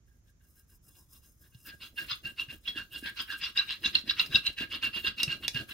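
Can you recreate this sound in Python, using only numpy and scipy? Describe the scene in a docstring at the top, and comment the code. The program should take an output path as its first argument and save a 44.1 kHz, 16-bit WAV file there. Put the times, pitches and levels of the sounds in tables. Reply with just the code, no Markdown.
"""A small quiet room, a phone with two microphone ports close by: a flat plastic stick is rubbed hard
to and fro over a transfer film on a hand-held glass jar. Grit-like catches of the edge ring the glass
(damped resonances) and the bent stick; the film hisses in noise bands, the push rumbles through jar and table.
Now and then the edge slips with a short chirp or taps the glass, the film crackles or the table knocks."""
import sys
import numpy as np
from scipy import signal
from scipy.fft import rfft, irfft
from scipy.io import wavfile
from scipy.ndimage import uniform_filter1d

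SR = 44100
rng = np.random.default_rng(int(sys.argv[2]) if len(sys.argv) > 2 else 0)


def generate_wav(sig):
    """Save sig (samples, or channels by samples) to the path in sys.argv[1] as 16-bit PCM at SR."""
    pcm = np.round(np.clip(np.atleast_2d(sig).T, -1, 1) * 32767).astype(np.int16)
    wavfile.write(sys.argv[1], SR, pcm)


N = 252693


def undb(db):
    """Turn dB into gain."""
    return 10 ** (np.asarray(db) / 20)


def level(x, db):
    """Set the rms level."""
    return x * undb(db) / np.sqrt(np.mean(x ** 2))


def colour(x, points):
    """Shape a sound by (f/Hz, level/dB) points with a causal, minimum-phase response."""
    hz, db = np.transpose(points)
    grid = np.linspace(1, SR / 2, 2049)
    log_gain = np.interp(np.log(grid), np.log(hz), db) * np.log(10) / 20
    cepstrum = irfft(log_gain)
    # fold the cepstrum onto positive times to make it causal
    cepstrum[1:2048] *= 2
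    cepstrum[2049:] = 0
    return signal.oaconvolve(x, irfft(np.exp(rfft(cepstrum))))[:N]


def ring(x, hz, width_hz):
    """One resonance, gain near 1 at its centre; the complex output carries the phase."""
    pole = np.exp((2j * np.pi * hz - np.pi * width_hz) / SR)
    return 2 * (1 - abs(pole)) * signal.lfilter([1], [1, -pole], x)


def walk(rate):
    """Random levels, a new one every 1 / rate s, slewed between; spread near 1."""
    hold = int(SR / rate)
    steps = np.repeat(rng.standard_normal(N // hold + 1), hold)
    return 1.41 * uniform_filter1d(steps, hold)[:N]


def grit(spread_db):
    """Dense tiny catches: most are faint, a few stand out."""
    noise = rng.standard_normal(N)
    prominence = rng.exponential(size=N).clip(0, 6)
    return level(noise * undb(spread_db * prominence), 0)


def add(track, s, sound):
    """Mix a sound in at a time."""
    i = int(s * SR)
    track[i:i + len(sound)] += sound[:len(track) - i]


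# strokes, alternately back and forth: start t/s, length t/s, place of the hardest push [0-1], scrape level/dB
STROKES = [(0.068, 0.12, 0.02, -99), (0.238, 0.084, 0.53, -77.5), (0.397, 0.13, 0.04, -88),
           (0.535, .11, .42, -79), (0.689, 0.082, 0, -79), (0.841, 0.073, 1, -87), (0.932, 0.12, 0.21, -71),
           (1.102, 0.09, 0.63, -67.5), (1.19, .14, 0.39, -74), (1.386, .12, 0.54, -72),
           (1.511, 0.18, 0, -89), (1.636, .13, 0.41, -53), (1.787, .11, 0.45, -45),
           (1.956, 0.11, 0.3, -47.5), (2.058, .12, 0.47, -34.5), (2.227, 0.099, 0.29, -54),
           (2.357, .1, .42, -45), (2.476, 0.1, 0.22, -46.5), (2.632, .12, 0.42, -40.5),
           (2.742, 0.11, 0.32, -44.5), (2.897, 0.11, 0.47, -47.5), (3.008, 0.11, 0.62, -41),
           (3.145, 0.11, 0.54, -36), (3.259, .13, .5, -39.5), (3.376, .15, 0.46, -35.5),
           (3.547, 0.11, 0.28, -33.5), (3.652, 0.13, 0.47, -35), (3.812, 0.1, 0.5, -31.5),
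           (3.917, .11, 0.33, -31.5), (4.048, 0.08, 0.76, -31.5), (4.155, 0.13, 0.31, -32.5),
           (4.294, 0.11, 0.57, -29.5), (4.416, .11, 0.47, -35.5), (4.559, .11, 0.42, -39),
           (4.691, 0.094, .52, -36.5), (4.807, 0.094, 0.51, -39.5), (4.914, .11, 0.45, -39.5),
           (5.022, 0.093, 0.54, -40), (5.162, 0.094, 0.41, -38), (5.266, 0.11, 0.27, -40.5),
           (5.409, 0.073, 0.52, -46.5), (5.524, .12, 0.41, -42.5), (5.666, 0.12, .35, -50)]


def strokes(levels_db, ends_db, grip, release, skewed=True):
    """The edge speeds up and slows down once a stroke; a layer is ends_db weaker at the turns and dies beyond.
    High grip or release powers give a flat top with a sudden start or end."""
    out = np.full(N, 1e-7)
    for (s, length, place, _), db in zip(STROKES, levels_db):
        u = np.linspace(-.5, 1.5, int(2 * length * SR))  # 0 and 1 are the turns
        top = np.clip(place, .1, .9) if skewed else .5
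        before = (abs(u - top) / top) ** grip
        after = (abs(u - top) / (1 - top)) ** release
        fade = np.where(u < top, before, after)
        add(out, max(s - length / 2, 0), undb(db - ends_db * fade))
    return out


BEARS_DOWN_S = 1.6  # from here on, back strokes differ from forward ones


def per_stroke(curve, back_db=0):
    """Level of each stroke from a curve; every other stroke is a back stroke."""
    start = np.transpose(STROKES)[0]
    back = (np.arange(len(start)) % 2 == 0) & (start > BEARS_DOWN_S)
    return np.interp(start, *np.transpose(curve)) + back_db * back


# drive of the lowest glass mode on forward strokes: t/s, relative level/dB
LOWEST_DRIVE = [(0, -71), (1.2, -73.5), (1.38, -62), (1.52, -77), (1.64, -47), (1.94, -38.5), (2.47, -48),
                (2.75, -37), (3.02, -34.5), (3.3, -33), (3.55, -35), (4.05, -40), (4.3, -36.5), (4.56, -34),
                (4.8, -39), (5.7, -36)]
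# drive of the second glass mode on forward strokes: t/s, relative level/dB
SECOND_DRIVE = [(0, -95), (0.55, -80.5), (1.1, -74.5), (1.38, -85), (1.64, -55.5), (1.94, -39.5),
                (2.35, -38.5), (2.55, -50), (2.75, -42), (3.8, -36), (3.92, -55), (4.16, -35), (4.36, -42),
                (4.56, -31.5), (4.8, -31), (5.53, -33.5), (5.67, -45)]
LOWEST_BACK_DB, SECOND_BACK_DB = -13, -3  # back strokes drive them less


def edge_forces():
    """The same catches of the edge drive the scrape and the two lowest glass modes, each by its own strokes."""
    # the pressure judders within a stroke
    catches = grit(3.7) * undb(2.0 * walk(110))
    scrape = catches * strokes(np.transpose(STROKES)[-1], ends_db=37.0, grip=0.94, release=0.9)
    low_db = per_stroke(LOWEST_DRIVE, LOWEST_BACK_DB)
    low = catches * strokes(low_db, ends_db=39.0, grip=2.57, release=3.23)
    second_db = per_stroke(SECOND_DRIVE, SECOND_BACK_DB)
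    second = catches * strokes(second_db, ends_db=37.0, grip=2.97, release=2.72)
    return scrape, low, second


# hand-damped glass modes: f/Hz, width f/Hz, level/dB, left minus right level/dB, half the phase lead of the left [rad]
GLASS_MODES = [(1626, 37, -7, -1.5, 0.24), (2792, 52.3, 1.5, -3.5, 0.63), (3320, 11, -22, -1, -0.36),
               (3448, 91, -7, -9, -0.18), (3810, 90, -5, 8, 1), (3969, 82, -1.5, -3, 0.52),
               (4950, 52, -8.5, 14.5, -0.78), (5430, 71, -12.5, -13, -0.36), (6380, 21, -29, 31, -1.9),
               (7620, 16, -35.5, 25, 0.45), (10600, 37, -38, -7, .3)]
MODE_WANDER = .004  # the grip detunes the glass by this share


def glass(low, second, scrape, brush, blows):
    """The two lowest modes have their own drive; the others swell and fade as the edge crosses their patterns.
    Each reaches the two microphone ports in its own phase."""
    out = np.zeros((2, N))
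    for k, (hz, width_hz, db, pan_db, lead) in enumerate(GLASS_MODES):
        if k < 2:
            rub = (low, second)[k]
        else:
            brush_db = 0 if hz > 6000 else -30
            rub = (scrape + brush * undb(brush_db)) * undb(4.0 * walk(20))
        z = ring((rub + blows) * undb(db), hz, width_hz)
        z = z * np.exp(2j * np.pi * np.cumsum(MODE_WANDER * hz * walk(12)) / SR)
        turn = np.exp(1j * (lead + .35 * walk(9)))
        out += [(z * turn).imag * undb(pan_db / 2), (z / turn).imag * undb(-pan_db / 2)]
    # the wall radiates little below its lowest mode
    return signal.sosfilt(signal.butter(4, 1000, "high", fs=SR, output="sos"), out)


# the scrape swells and fades in these bands, each on its own: f/Hz
RASP_BANDS_HZ = [1300, 2100, 3120, 4280]


def rasp(x):
    """The colour of the scrape shifts within a stroke as the edge catches here and there."""
    bands = sum(undb(4.5 * walk(40)) * ring(x, hz, .3 * hz).real for hz in RASP_BANDS_HZ)
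    return undb(-6) * x + bands / 2


FLEX_BACK_DB = 3  # the stick bends harder on back strokes


def bending():
    """Fine grit bends the stick once a stroke."""
    bend_db = np.transpose(STROKES)[-1] + per_stroke([(0, 0)], FLEX_BACK_DB)
    return grit(1.6) * strokes(bend_db, ends_db=45.5, grip=1.75, release=1.24)


def flex(force, hz, width_hz, rise, drift):
    """A broad resonance of the bent stick: it glides by rise (down if negative) through each stroke
    and back after it, and wanders with the grip."""
    start, length = np.transpose(STROKES)[:2]
    turns = np.sort(np.stack([start, start + .9 * length], axis=1).ravel())
    along = np.interp(np.arange(N) / SR, turns, np.tile([-1, 1], len(start)))
    phase = 2 * np.pi * np.cumsum(hz * (1 + rise * along + drift * walk(11))) / SR
    # filter around 0 Hz, then shift up to the moving centre
    envelope = ring(ring(force, 0, width_hz), 0, width_hz)
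    return (envelope * np.exp(1j * phase)).imag


# colour of the flexing blade: f/Hz, level/dB
STICK_COLOUR = [(820, -40.5), (940, -1.5), (1000, -4.5), (1300, 0.5), (2000, -0.5), (4200, 4), (5500, -12),
                (7000, -28.5)]


def stick(scrape, low, second, bend, slide, chirps):
    """The flexing blade sounds the rasp and the slips; two gliding resonances follow its bend and the slide."""
    rubbing = rasp(scrape + undb(-7) * second + undb(-22.5) * low)
    blade = undb(-2.0) * colour(rubbing, STICK_COLOUR) + undb(-5.0) * chirps
    blade += undb(4) * flex(bend, 3100, 647, 0.38, 0.05)
    return blade + undb(-10.0) * flex(slide, 1200, 270, -0.0366, 0.064)


# slips of the edge, and at 5.20 and 5.28 s two short ticks of the edge on the glass that ring at one pitch:
# t/s, relative level/dB, chatter f/Hz, fall t/ms
SLIPS = [(2.1275, -26, 3470, 2.5), (2.252, -36.5, 2733, 4.3), (2.3946, -27.5, 2680, 5.3),
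         (2.674, -23, 3320, 12), (2.771, -31.5, 2700, 13), (3.5741, -13.5, 3740, 1.4),
         (3.5879, -16.5, 3956, 5), (3.844, -25.5, 3940, 4.8), (3.859, -15.5, 3640, 1.7),
         (3.9516, -6.5, 4184, 2.1), (4.093, -14, 3900, 3.5), (4.196, -8.5, 4110, 1.1),
         (4.2122, -24, 3700, 1.7), (4.344, -17, 3790, 4.8), (4.355, -4, 3830, 0.52), (4.465, -20, 2950, 5),
         (5.065, -24.5, 3900, 2.7), (5.2033, -22.5, 3530, 0.58), (5.278, -25, 2890, 1.6)]
SLIP_RISE_SHARE = 0.27  # of the fall time
UNDERTONE_HZ, UNDERTONE_DB, UNDERTONE_FALL_MS = 2700, -9.5, 5.9  # a lower chatter under every slip


def slip_shape(t, fall_ms):
    """A quick rise and an exponential fall, as the edge lets go."""
    rise = (1 - np.exp(-1000 * t / (SLIP_RISE_SHARE * fall_ms))) ** 2
    return rise * np.exp(-1000 * t / fall_ms)


def slips():
    """The edge lets go with a click and chatters for a few milliseconds, over a weaker low chatter."""
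    out, t = np.zeros(N), np.arange(2048) / SR
    undertone = np.sin(2 * np.pi * UNDERTONE_HZ * t)
    under = undb(UNDERTONE_DB) * slip_shape(t, UNDERTONE_FALL_MS) * undertone
    for s, db, hz, fall_ms in SLIPS:
        noise = rng.standard_normal(len(t))
        chatter = np.sin(2 * np.pi * hz * t) + .35 * ring(noise, hz, 2000.).imag
        add(out, s, undb(db) * (slip_shape(t, fall_ms) * chatter + under))
    return out


# taps of the edge on the glass: t/s, relative level/dB, dry click over the ring level/dB
TAPS = [(0.9513, -53, -6), (1.546, -43, -7), (4.261, -27.5, -3), (5.2317, -9, -1.5), (5.48, -12.5, -0.5),
        (5.545, -28, -5)]
# colour of a tap: f/Hz, level/dB
TAP_COLOUR = [(300, -11), (1500, -16), (3000, -4), (5500, -3), (8000, -15), (11000, -13), (15000, -23)]


def taps():
    """A hard tick with a short rattle after it: the blow that rings the glass, and the click heard directly."""
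    blow, click, t = np.zeros(N), np.zeros(N), np.arange(2048) / SR
    fall = np.exp(-t / 0.0026) + undb(-20.0) * np.exp(-t / 0.012)
    for s, db, click_db in TAPS:
        tick = undb(db) * rng.standard_normal(len(t)) * fall
        add(blow, s, tick)
        add(click, s, undb(click_db) * tick)
    return colour(blow, TAP_COLOUR), colour(click, TAP_COLOUR)


# drive of the film hiss: t/s, relative level/dB
HISS_DRIVE = [(0, -76), (0.4, -68.5), (0.69, -58), (1.1, -53), (1.2, -58), (1.52, -64), (1.64, -55),
              (1.94, -51.5), (2.7, -58), (3.15, -52.5), (3.3, -55), (5.55, -54.5)]


def film_slide():
    """Fine grit slides over the film under each stroke, with a fluttering level."""
    slide = grit(2.2) * strokes(per_stroke(HISS_DRIVE), ends_db=9.0, grip=2.1, release=2.7, skewed=False)
    return slide * undb(1.6 * walk(40) + 1.6 * walk(150))


# crackles of the film as it peels: t/s, relative level/dB, fall t/ms
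CRACKLES = [(0.594, -50.5, 7.6), (2.031, -49, 1.3), (3.215, -36, 13)]


def crackles():
    """Short bright bursts of grit from the film."""
    out, t = np.zeros(N), np.arange(2048) / SR
    for s, db, fall_ms in CRACKLES:
        add(out, s, undb(db) * np.exp(-1000 * t / fall_ms))
    return out * grit(4.0)


# colour of the film: f/Hz, level/dB
FILM_COLOUR = [(2350, -67), (4520, -33), (5100, 3), (5600, -10), (7270, -13.5), (10300, -4.5),
               (16000, -2.5)]
# centres of the patches of the hiss: f/Hz
HISS_BANDS_HZ = [6950, 7800, 9600, 13400]
HISS_PATCH_DB, HISS_SIDE_DB = -3.5, -14.5


def patchy(x):
    """Broad bands of the hiss swell and fade, each on its own."""
    bands = sum(undb(HISS_PATCH_DB + 6 * walk(35)) * ring(x, hz, .25 * hz).real for hz in HISS_BANDS_HZ)
    return colour(x + bands, FILM_COLOUR)


def film(slide):
    """The film hisses in patches, a little differently at each microphone port."""
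    other = slide * rng.choice([-1, 1], N)  # same envelope, unrelated noise
    return patchy(slide) + undb(HISS_SIDE_DB) * patchy(other) * np.array([[1], [-1]])


# jolts of the jar against the table: t/s, relative level/dB, f/Hz
JOLTS = [(1.548, -45, 121), (2.117, -46.5, 118), (2.244, -44, 130), (2.481, -46, 132), (2.759, -41.5, 300),
         (3.026, -39, 277), (3.855, -36.5, 228), (4.038, -44.5, 232), (4.079, -43, 275),
         (4.297, -40.5, 136), (4.349, -37, 218), (4.608, -42, 326), (5.044, -39.5, 361),
         (5.276, -32.5, 144), (5.547, -32.5, 134)]
JOLT_CYCLES = 0.97  # fall time in cycles; higher knocks are shorter


def jolts():
    """Dull knocks of the table top, a few cycles each."""
    out, t = np.zeros(N), np.arange(8192) / SR
    for s, db, hz in JOLTS:
        fall = np.exp(-t * hz / JOLT_CYCLES)
        add(out, s, 4 * undb(db) * (1 - fall) * fall * np.sin(2 * np.pi * hz * t))
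    return out


# drive of the rumble on forward strokes: t/s, relative level/dB
RUMBLE_DRIVE = [(0, -72), (1.38, -64), (1.52, -85), (1.64, -54.5), (3.0, -47), (3.5, -57), (3.8, -45),
                (4.8, -44), (5.26, -40.5), (5.7, -43)]
RUMBLE_BACK_DB = -2  # back strokes push less
# colour of the table: f/Hz, level/dB
TABLE_COLOUR = [(130, -3), (160, -7), (200, -4), (340, -5), (450, -16.5), (650, -15.5), (1000, -37)]


def table_rumble():
    """The uneven push of each stroke shakes jar and table with low-coloured grit; jolts knock on top."""
    push_db = per_stroke(RUMBLE_DRIVE, RUMBLE_BACK_DB)
    push = strokes(push_db, ends_db=10.5, grip=1.13, release=2.3, skewed=False)
    push *= undb(3.3 * walk(45))
    return level(colour(grit(4.75), TABLE_COLOUR), -6.5) * push + jolts()


ROOM_T60_S, ROOM_DB = .19, -1.5  # decay by 60 dB, energy of the tail


def room(x):
    """A short dense tail of decaying noise, different at each microphone port."""
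    t = np.arange(int(ROOM_T60_S * SR)) / SR
    tails = rng.standard_normal((2, len(t))) * np.exp(-np.log(1000) * t / ROOM_T60_S)
    tails *= undb(ROOM_DB) / np.sqrt(np.sum(tails ** 2, axis=1, keepdims=True))
    return np.array([signal.oaconvolve(x, tail)[:N] for tail in tails])


# colour of the room tone: f/Hz, level/dB
AIR_COLOUR = [(12, -47), (20, -3.5), (68, 2), (780, -38), (1660, -36.5), (2140, -40.5), (4420, -44.5),
              (6720, -33.5), (8000, -49.5), (16000, -52)]
AIR_DB = -62  # rms over both ports


def air():
    """Quiet room tone: the bass is alike left and right, the treble is not."""
    mid, side = (colour(rng.standard_normal(N), AIR_COLOUR) for _ in range(2))
    side = colour(side, [(200, -12.0), (600, 1.0)])
    return level((mid + side * np.array([[1], [-1]])) * undb([[-1.1], [1.1]]), AIR_DB)


def scene():
    """Stick, film, jar and table close to the phone, in the room."""
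    scrape, low, second = edge_forces()
    slide = film_slide()
    bend = bending()
    chirps = slips()
    blows, ticks = taps()
    jar = glass(undb(30.0) * low, undb(21.5) * second, undb(18.0) * scrape,
                brush=undb(24.0) * slide, blows=undb(13.5) * (chirps + blows))
    blade = stick(scrape, low, second, bend, slide, chirps)
    hiss = undb(-6) * film(slide + crackles())
    rumble = table_rumble()
    # each source sits slightly to one side
    near = (blade + ticks) * undb([[-.9], [.9]])
    near += hiss * undb([[.7], [-.7]])
    near += rumble * undb([[-.8], [.8]])
    # the table's upper ring reaches the two ports out of step
    near += undb(-7.5) * ring(rumble, 730, 230).real * np.array([[1], [-.5]])
    to_room = undb(-6.0) * jar.mean(axis=0) + blade + ticks / 2
    to_room += undb(-24.0) * hiss[0] + undb(-8) * rumble
    return jar + near + room(to_room) + air()


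TOP_HZ = 15750  # upper limit of the phone


def record(dry):
    """The phone's microphone path drops the deepest bass and cuts the top."""
    dry = signal.sosfilt(signal.butter(2, 35, "high", fs=SR, output="sos"), dry)
    return signal.sosfilt(signal.ellip(10, .2, 60, TOP_HZ, fs=SR, output="sos"), dry)


dry = scene()
out = record(dry)
generate_wav(out)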